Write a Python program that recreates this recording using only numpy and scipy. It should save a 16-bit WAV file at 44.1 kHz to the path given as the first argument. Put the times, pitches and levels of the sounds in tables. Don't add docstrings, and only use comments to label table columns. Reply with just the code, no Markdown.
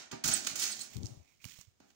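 import sys
import numpy as np
from scipy import signal
from scipy.fft import rfft, irfft
from scipy.io import wavfile
from scipy.ndimage import uniform_filter1d

SR = 44100
rng = np.random.default_rng(int(sys.argv[2]) if len(sys.argv) > 2 else 0)


def wav_record(signal):
    frames = np.transpose(np.atleast_2d(signal))
    bounded = np.clip(frames, -1, 1)
    quanta = np.round(bounded * 32767).astype(np.int16)
    wavfile.write(sys.argv[1], SR, quanta)


N = 85995
LEAD = 4410
TIME = np.arange(-LEAD, N) / SR
FREQS = np.fft.rfftfreq(4096, 1 / SR)

# (frequency [Hz], level [dB])
HISS_COLOUR = [(25, -19), (80, 2.5), (250, -9.5), (2000, -21), (7000, -19), (11000, -34.5), (15500, -28.5)]
# (frequency [Hz], t60 [s])
ROOM_T60 = [(80, 0.34), (200, 0.39), (330, 0.41), (700, 0.57), (5000, 0.33), (8000, 0.33), (15000, 0.18)]
# (frequency [Hz], gain [dB])
LEFT_MIC_EQ = [(100, -5), (400, -1.5), (1500, -3), (4000, -5), (6600, -5.5), (7400, -25.5), (8200, -21),
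               (10000, -18.5), (15000, -32)]

# (time [s], level [dB])
RUB_ENVELOPE = [(.935, -64), (.965, -36), (1.005, -36.5), (1.048, -33), (1.062, -49.5), (1.16, -60),
                (1.29, -82)]
# (frequency [Hz], level [dB])
RUB_COLOUR = [(25, -37.5), (60, -9), (110, 5.5), (230, -8.5), (400, -17), (700, -49.5), (2000, -70)]
# (time [s], level [dB], pitch [Hz], half length [s], right over left [dB])
BUMPS = [(1.124, -40.5, 127, 0.013, -43), (1.177, -42.5, 110, 0.0054, -40), (1.207, -48, 85.6, 0.016, -20),
         (1.459, -38.5, 106.5, 0.0077, 25), (1.591, -43.5, 102, 0.0031, 36),
         (1.683, -50.5, 99.5, 0.0088, 30)]
# (time [s], level [dB])
RUSTLE_ENVELOPE = [(.9, -56.5), (.95, -49), (1.0, -60), (1.22, -71), (1.33, -67), (1.395, -73.5),
                   (1.435, -53.5), (1.5, -48.5), (1.56, -53.5), (1.612, -52.5), (1.66, -66), (1.75, -82.5),
                   (1.83, -77), (1.9, -67), (1.95, -73)]
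# (frequency [Hz], level [dB])
RUSTLE_COLOUR = [(200, 7.5), (600, -10.5), (1400, 0.5), (2600, 8.5), (4500, 6.5), (6500, 11), (9000, -0.5),
                 (12500, -10), (15200, 6)]
# (time [s], level [dB])
WHISTLE_ENVELOPE = [(1.19, -81.5), (1.25, -73), (1.34, -72), (1.375, -92.5), (1.41, -63), (1.45, -90)]
# (frequency [Hz], level [dB])
WHISTLE_COLOUR = [(1000, -36.5), (2000, -13.5), (2400, -4), (2650, -8.5), (3100, -49.5)]
# (time [s], level [dB], pitch [Hz], half width [octaves], right over left [dB], broadband share [dB])
TICKS = [(0.968, -18, 5100, 0.74, 9, -9.5), (1.032, -16.5, 5100, 0.59, 2, -38),
         (1.0575, -10.5, 5550, 0.52, 46, -48), (1.067, -9.5, 5740, 0.34, 3, -46),
         (1.406, -34, 2480, .2, 13, -18), (1.4432, -7, 2650, 0.29, 27, -15.5),
         (1.4526, -18, 5200, 0.33, 18, -2), (1.452, 1, 211, 0.42, -1, -34), (1.589, -25, 400, 1, 31, -6),
         (1.612, -17.5, 6330, 0.33, 4.5, -13.5), (1.8033, -20, 706, 0.44, 19, -26)]

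# (time [s], level [dB])
GROAN_ENVELOPE = [(.24, -36), (.28, -46.5), (.36, -50.5), (.46, -52.5), (.54, -53.5), (.68, -54), (.8, -62),
                  (.93, -57), (1.08, -54), (1.2, -81), (1.3, -97)]
# (frequency [Hz], level [dB])
GROAN_COLOUR = [(40, -40.5), (70, -9.5), (150, 1), (240, 7), (320, 2), (500, -6), (610, -4.5), (1000, -12),
                (2000, -31)]
# (time [s], level [dB], contact time [s])
THUDS = [(.127, -42.5, 0.00032), (0.25, -40.5, 0.0013), (0.276, -35, 0.0017), (.512, -46.5, 0.0051),
         (0.788, -56.5, .002)]
# (frequency [Hz], level [dB], t60 [s])
THUD_MODES = [(77.1, -16, 0.23), (120.7, 1, 0.12), (157.8, -3, 0.19), (234.5, -2, 0.3), (317.3, -8, 0.43),
              (382.8, -0.5, 0.25), (648.7, -7.5, 0.46), (806, -4, .22), (938, -6.5, 0.27),
              (1191, -2.5, 0.14)]
# (time [s], length [s], pitch [Hz], level [dB], pitch jitter [0-1])
SQUEAKS = [(0.3334, 0.011, 8145, -15, 0.02), (.707, 0.028, 8405, -35, 0.04),
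           (0.722, 0.012, 4475, -31, 0.09), (0.789, 0.0062, 4120, -37, 0.05),
           (0.804, 0.0153, 4303, -35.5, 0.08), (0.806, 0.015, 7950, -34, 0.07),
           (0.82, 0.024, 9350, -49.5, 0)]
# (frequency [Hz], level [dB])
CASE_COLOUR = [(30, -40), (70, -31.5), (140, -16.5), (260, -8), (500, -12.5), (800, -8), (1080, -14),
               (1430, -8), (1700, -7), (2400, -6.5), (3250, -6.5), (3550, -7), (3850, -3), (6700, 1),
               (8200, -7), (9800, -15.5), (13000, -22.5), (15300, -10)]
# (time [s], level [dB])
SCRAPE_AND_TICK_TAIL = [(.24, -63), (.30, -43), (.365, -26), (.39, -47.5), (.50, -39), (.55, -56),
                        (.60, -27.5), (.61, -37), (.626, -21.5), (.655, -33), (.695, -35.5), (.76, -43.5),
                        (.85, -45.5), (.96, -88), (1.05, -49), (1.2, -72)]
# (time [s], level [dB])
RASP_ENVELOPE = [(.61, -56), (.632, -30.5), (.675, -33), (.72, -39)]
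# (frequency [Hz], level [dB], t60 [s])
RING_MODES = [(795, -27.5, 0.2), (1310, -4.5, 0.052), (2444, -14, 0.021), (1444, -6.5, 0.0674),
              (5300, -30.5, .04), (6950, -18.5, 0.036)]
# (time [s], level [dB], bass [dB], treble [dB], direct over room send [dB], rattle [s])
KNOCKS = [(-.02, 0, 2, -6.5, -20, 0.0031), (0.1138, -2.5, 2, -8.5, 1, 0.0087),
          (.125, -5, 12, -19, 3.5, 0.019), (.2392, 9.5, -6, 2.5, -2.5, 0.013),
          (.254, -3, 11, 15.5, -1, 0.011), (0.276, -3, 3, 16.5, 1, 0.012), (0.2854, 7, 3, 2, -3, 0.0033),
          (0.313, 2, -18, -2, 6.5, 0.019), (0.448, -3.5, 9, 2, -4, 0.00015),
          (0.4673, -9, -28, -2, 9.5, 0.0015), (0.47, 5.5, -4.5, 1.5, 1, 0.0012),
          (0.5557, 0, 5.5, 9, -2.5, 0.0099), (0.5955, 5.5, -15, 8.5, -9.5, 0.0085),
          (0.7932, -5.5, -3, 7, -8, 0.0013), (.811, -26, -2, 17, 5.5, 0.014),
          (1.802, -18, 17, -15.5, -4.5, 0.0014), (1.9033, -33, -2, -13.5, 10.5, 0.0012)]


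def amp(db):
    return 10 ** (np.asarray(db) / 20)


def unit(x):
    return x / np.sqrt(np.mean(x ** 2) + 1e-20)


def curve_at(points, hz=FREQS):
    freqs, values = np.transpose(points)
    return np.interp(np.log(hz + 1), np.log(freqs + 1), values)


def envelope(points):
    return amp(np.interp(TIME, *np.transpose(points), left=-140, right=-140))


def pan(right_db):
    return amp(np.minimum([[-right_db], [right_db]], 0))


def add(mix, start_s, sound):
    part = mix[..., max(round(start_s * SR) + LEAD, 0):][..., :sound.shape[-1]]
    part += sound[..., :part.shape[-1]]


def equalise(x, gain_db):
    cepstrum = np.fft.irfft(np.log(amp(gain_db)))
    half = len(cepstrum) // 2
    cepstrum[1:half] *= 2
    cepstrum[half + 1:] = 0
    impulse = np.fft.irfft(np.exp(np.fft.rfft(cepstrum)))
    return signal.fftconvolve(x, impulse)[:len(x)]


def noise(colour):
    return unit(equalise(rng.standard_normal(len(TIME)), curve_at(colour)))


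def burst(decay_s):
    t = np.arange(4096) / SR
    fade = np.exp(-t / decay_s)
    phases = np.angle(rfft(rng.standard_normal(len(t)) * fade))
    flurry = irfft(np.exp(1j * phases)) * fade ** .25
    return flurry / np.linalg.norm(flurry)


def hiss():
    return amp(-76.5) * np.array([noise(HISS_COLOUR), noise(HISS_COLOUR)])


def room(x, wet_db=-5, build_s=0.013, mono_below_hz=526):
    t = np.arange(SR) / SR
    hz, frame_s, spectra = signal.stft(rng.standard_normal((2, SR)), SR, nperseg=512)
    alike = np.exp(-(hz[:, None] / mono_below_hz) ** 2)
    spectra[0] = alike * spectra[1] + np.sqrt(1 - alike ** 2) * spectra[0]
    decay = amp(-60 * frame_s / curve_at(ROOM_T60, hz)[:, None])
    tail = signal.istft(spectra * decay, SR)[1][:, :SR]
    tail *= 1 - np.exp(-t / build_s)
    tail /= np.linalg.norm(tail[1])
    return amp(wet_db) * signal.fftconvolve(x[None], tail, axes=1)[:, :len(x)]


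def shifting_room(x, swaps_per_s=2.5):
    turn = np.pi * swaps_per_s * TIME
    return room(x * np.cos(turn)) + room(x * np.sin(turn))


def early_reflections(x, bounce_db=4):
    bounces = np.array([signal.fftconvolve(x, burst(decay_s=0.0066))[:len(x)] for _ in range(2)])
    return (x + amp(bounce_db) * bounces) / np.hypot(1, amp(bounce_db))


def left_microphone(x, ahead_s=.00095):
    return np.interp(TIME + ahead_s, TIME, equalise(x, curve_at(LEFT_MIC_EQ)))


def grip_rub_and_bumps():
    out = noise(RUB_COLOUR) * envelope(RUB_ENVELOPE) * pan(-58)
    for time_s, db, hz, half_length_s, right_db in BUMPS:
        t = TIME - time_s
        swell = np.exp(-(t / half_length_s) ** 2)
        out += pan(right_db) * amp(db) * swell * np.sin(-2 * np.pi * hz * t)
    return out


def rustle_and_whistle(grain_db=2.25):
    flicker = unit(uniform_filter1d(rng.standard_normal(len(TIME)), size=120))
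    rustle = noise(RUSTLE_COLOUR) * envelope(RUSTLE_ENVELOPE)
    whistle = noise(WHISTLE_COLOUR) * envelope(WHISTLE_ENVELOPE)
    return (rustle + whistle) * amp(grain_db * flicker) * pan(13)


def grip_ticks():
    out = np.zeros((2, len(TIME)))
    for start_s, db, hz, width_oct, right_db, broad_db in TICKS:
        band = 1 / (1 + (np.log2((FREQS + 1) / hz) / width_oct) ** 6)
        tick = equalise(burst(decay_s=.002), 20 * np.log10(band + amp(broad_db)))
        add(out, start_s, pan(right_db) * amp(db) * tick)
    return out


def groan(direct_db=-15.5):
    return noise(GROAN_COLOUR) * envelope(GROAN_ENVELOPE) * amp([[direct_db], [0]])


def thuds(attack_s=0.0068):
    t = np.arange(SR) / SR
    out = np.zeros(len(TIME))
    for start_s, db, contact_s in THUDS:
        notes = np.zeros(len(t))
        for hz, mode_db, t60 in THUD_MODES:
            decay = amp(mode_db - 60 * t / t60)
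            softening = np.hypot(1, 2 * hz * contact_s)
            notes += decay / softening * np.sin(2 * np.pi * (hz * t + rng.random()))
        add(out, start_s, amp(db) * np.minimum(t / attack_s, 1) * notes)
    return out


def squeaks(sag=0.081, send_db=-12):
    out = np.zeros(len(TIME))
    for start_s, length_s, hz, db, jitter in SQUEAKS:
        progress = np.arange(0, 1, 1 / (length_s * SR))
        wobble = unit(uniform_filter1d(rng.standard_normal(SR // 8), size=24))[:len(progress)]
        pitch_hz = hz * (1 - sag * (progress - .5) + jitter * wobble)
        swell = np.sqrt(abs(np.sin(np.pi * progress)))
        add(out, start_s, amp(db) * swell * np.sin(2 * np.pi * np.cumsum(pitch_hz) / SR))
    return out * amp([[0], [send_db]])


def case_tone(force, bass_db, treble_db):
    tilt = [(280, bass_db), (2050, 0), (5710, 0.52 * treble_db), (10700, treble_db)]
    return equalise(force, curve_at(CASE_COLOUR) + curve_at(tilt))


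def slips(per_s):
    return unit((rng.random(len(TIME)) < per_s / SR) * rng.choice([-1, 1], len(TIME)))


def scrape(direct_db=2):
    fine = case_tone(slips(per_s=2200) * envelope(SCRAPE_AND_TICK_TAIL), bass_db=-12.5, treble_db=4)
    coarse = case_tone(slips(per_s=460) * envelope(RASP_ENVELOPE), bass_db=1.5, treble_db=1.5)
    return amp([[direct_db], [0]]) * (fine + coarse)


def ring(hit, blow_db, ring_db=-6, full_ring_above_db=15):
    t = np.arange(len(hit)) / SR
    modes = np.zeros(len(t))
    for hz, db, t60 in RING_MODES:
        equal_energy = np.sqrt(4 * np.log(1000) / (t60 * SR))
        modes += equal_energy * amp(db - 60 * t / t60) * np.cos(2 * np.pi * hz * t)
    drive = amp(ring_db + min(blow_db - full_ring_above_db, 0))
    return hit + drive * signal.fftconvolve(hit, modes)[:len(hit)]


def knocks():
    out = np.zeros((2, len(TIME)))
    for start_s, db, bass_db, treble_db, direct_db, rattle_s in KNOCKS:
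        force = np.pad(burst(rattle_s), (0, SR // 4))
        clunk = ring(case_tone(force, bass_db, treble_db), db)
        add(out, start_s, amp([[db + direct_db], [db]]) * clunk)
    return out


def scene(near_send_db=-21):
    direct, send = knocks() + scrape() + squeaks() + groan()
    near = rustle_and_whistle() + grip_ticks()
    scale = early_reflections(direct) * pan(3.6) + thuds()
    reverb = shifting_room(send + amp(near_send_db) * near[1])
    left, right = scale + reverb + near
    airborne = np.array([left_microphone(left), right])
    return (airborne + grip_rub_and_bumps() + hiss())[:, LEAD:]


def record(dry, cutoff_hz=15780):
    lowpass = signal.firwin(301, cutoff_hz, window=("kaiser", 8), fs=SR)
    return signal.oaconvolve(dry, lowpass[None], "same")


dry = scene()
out = record(dry)
wav_record(out)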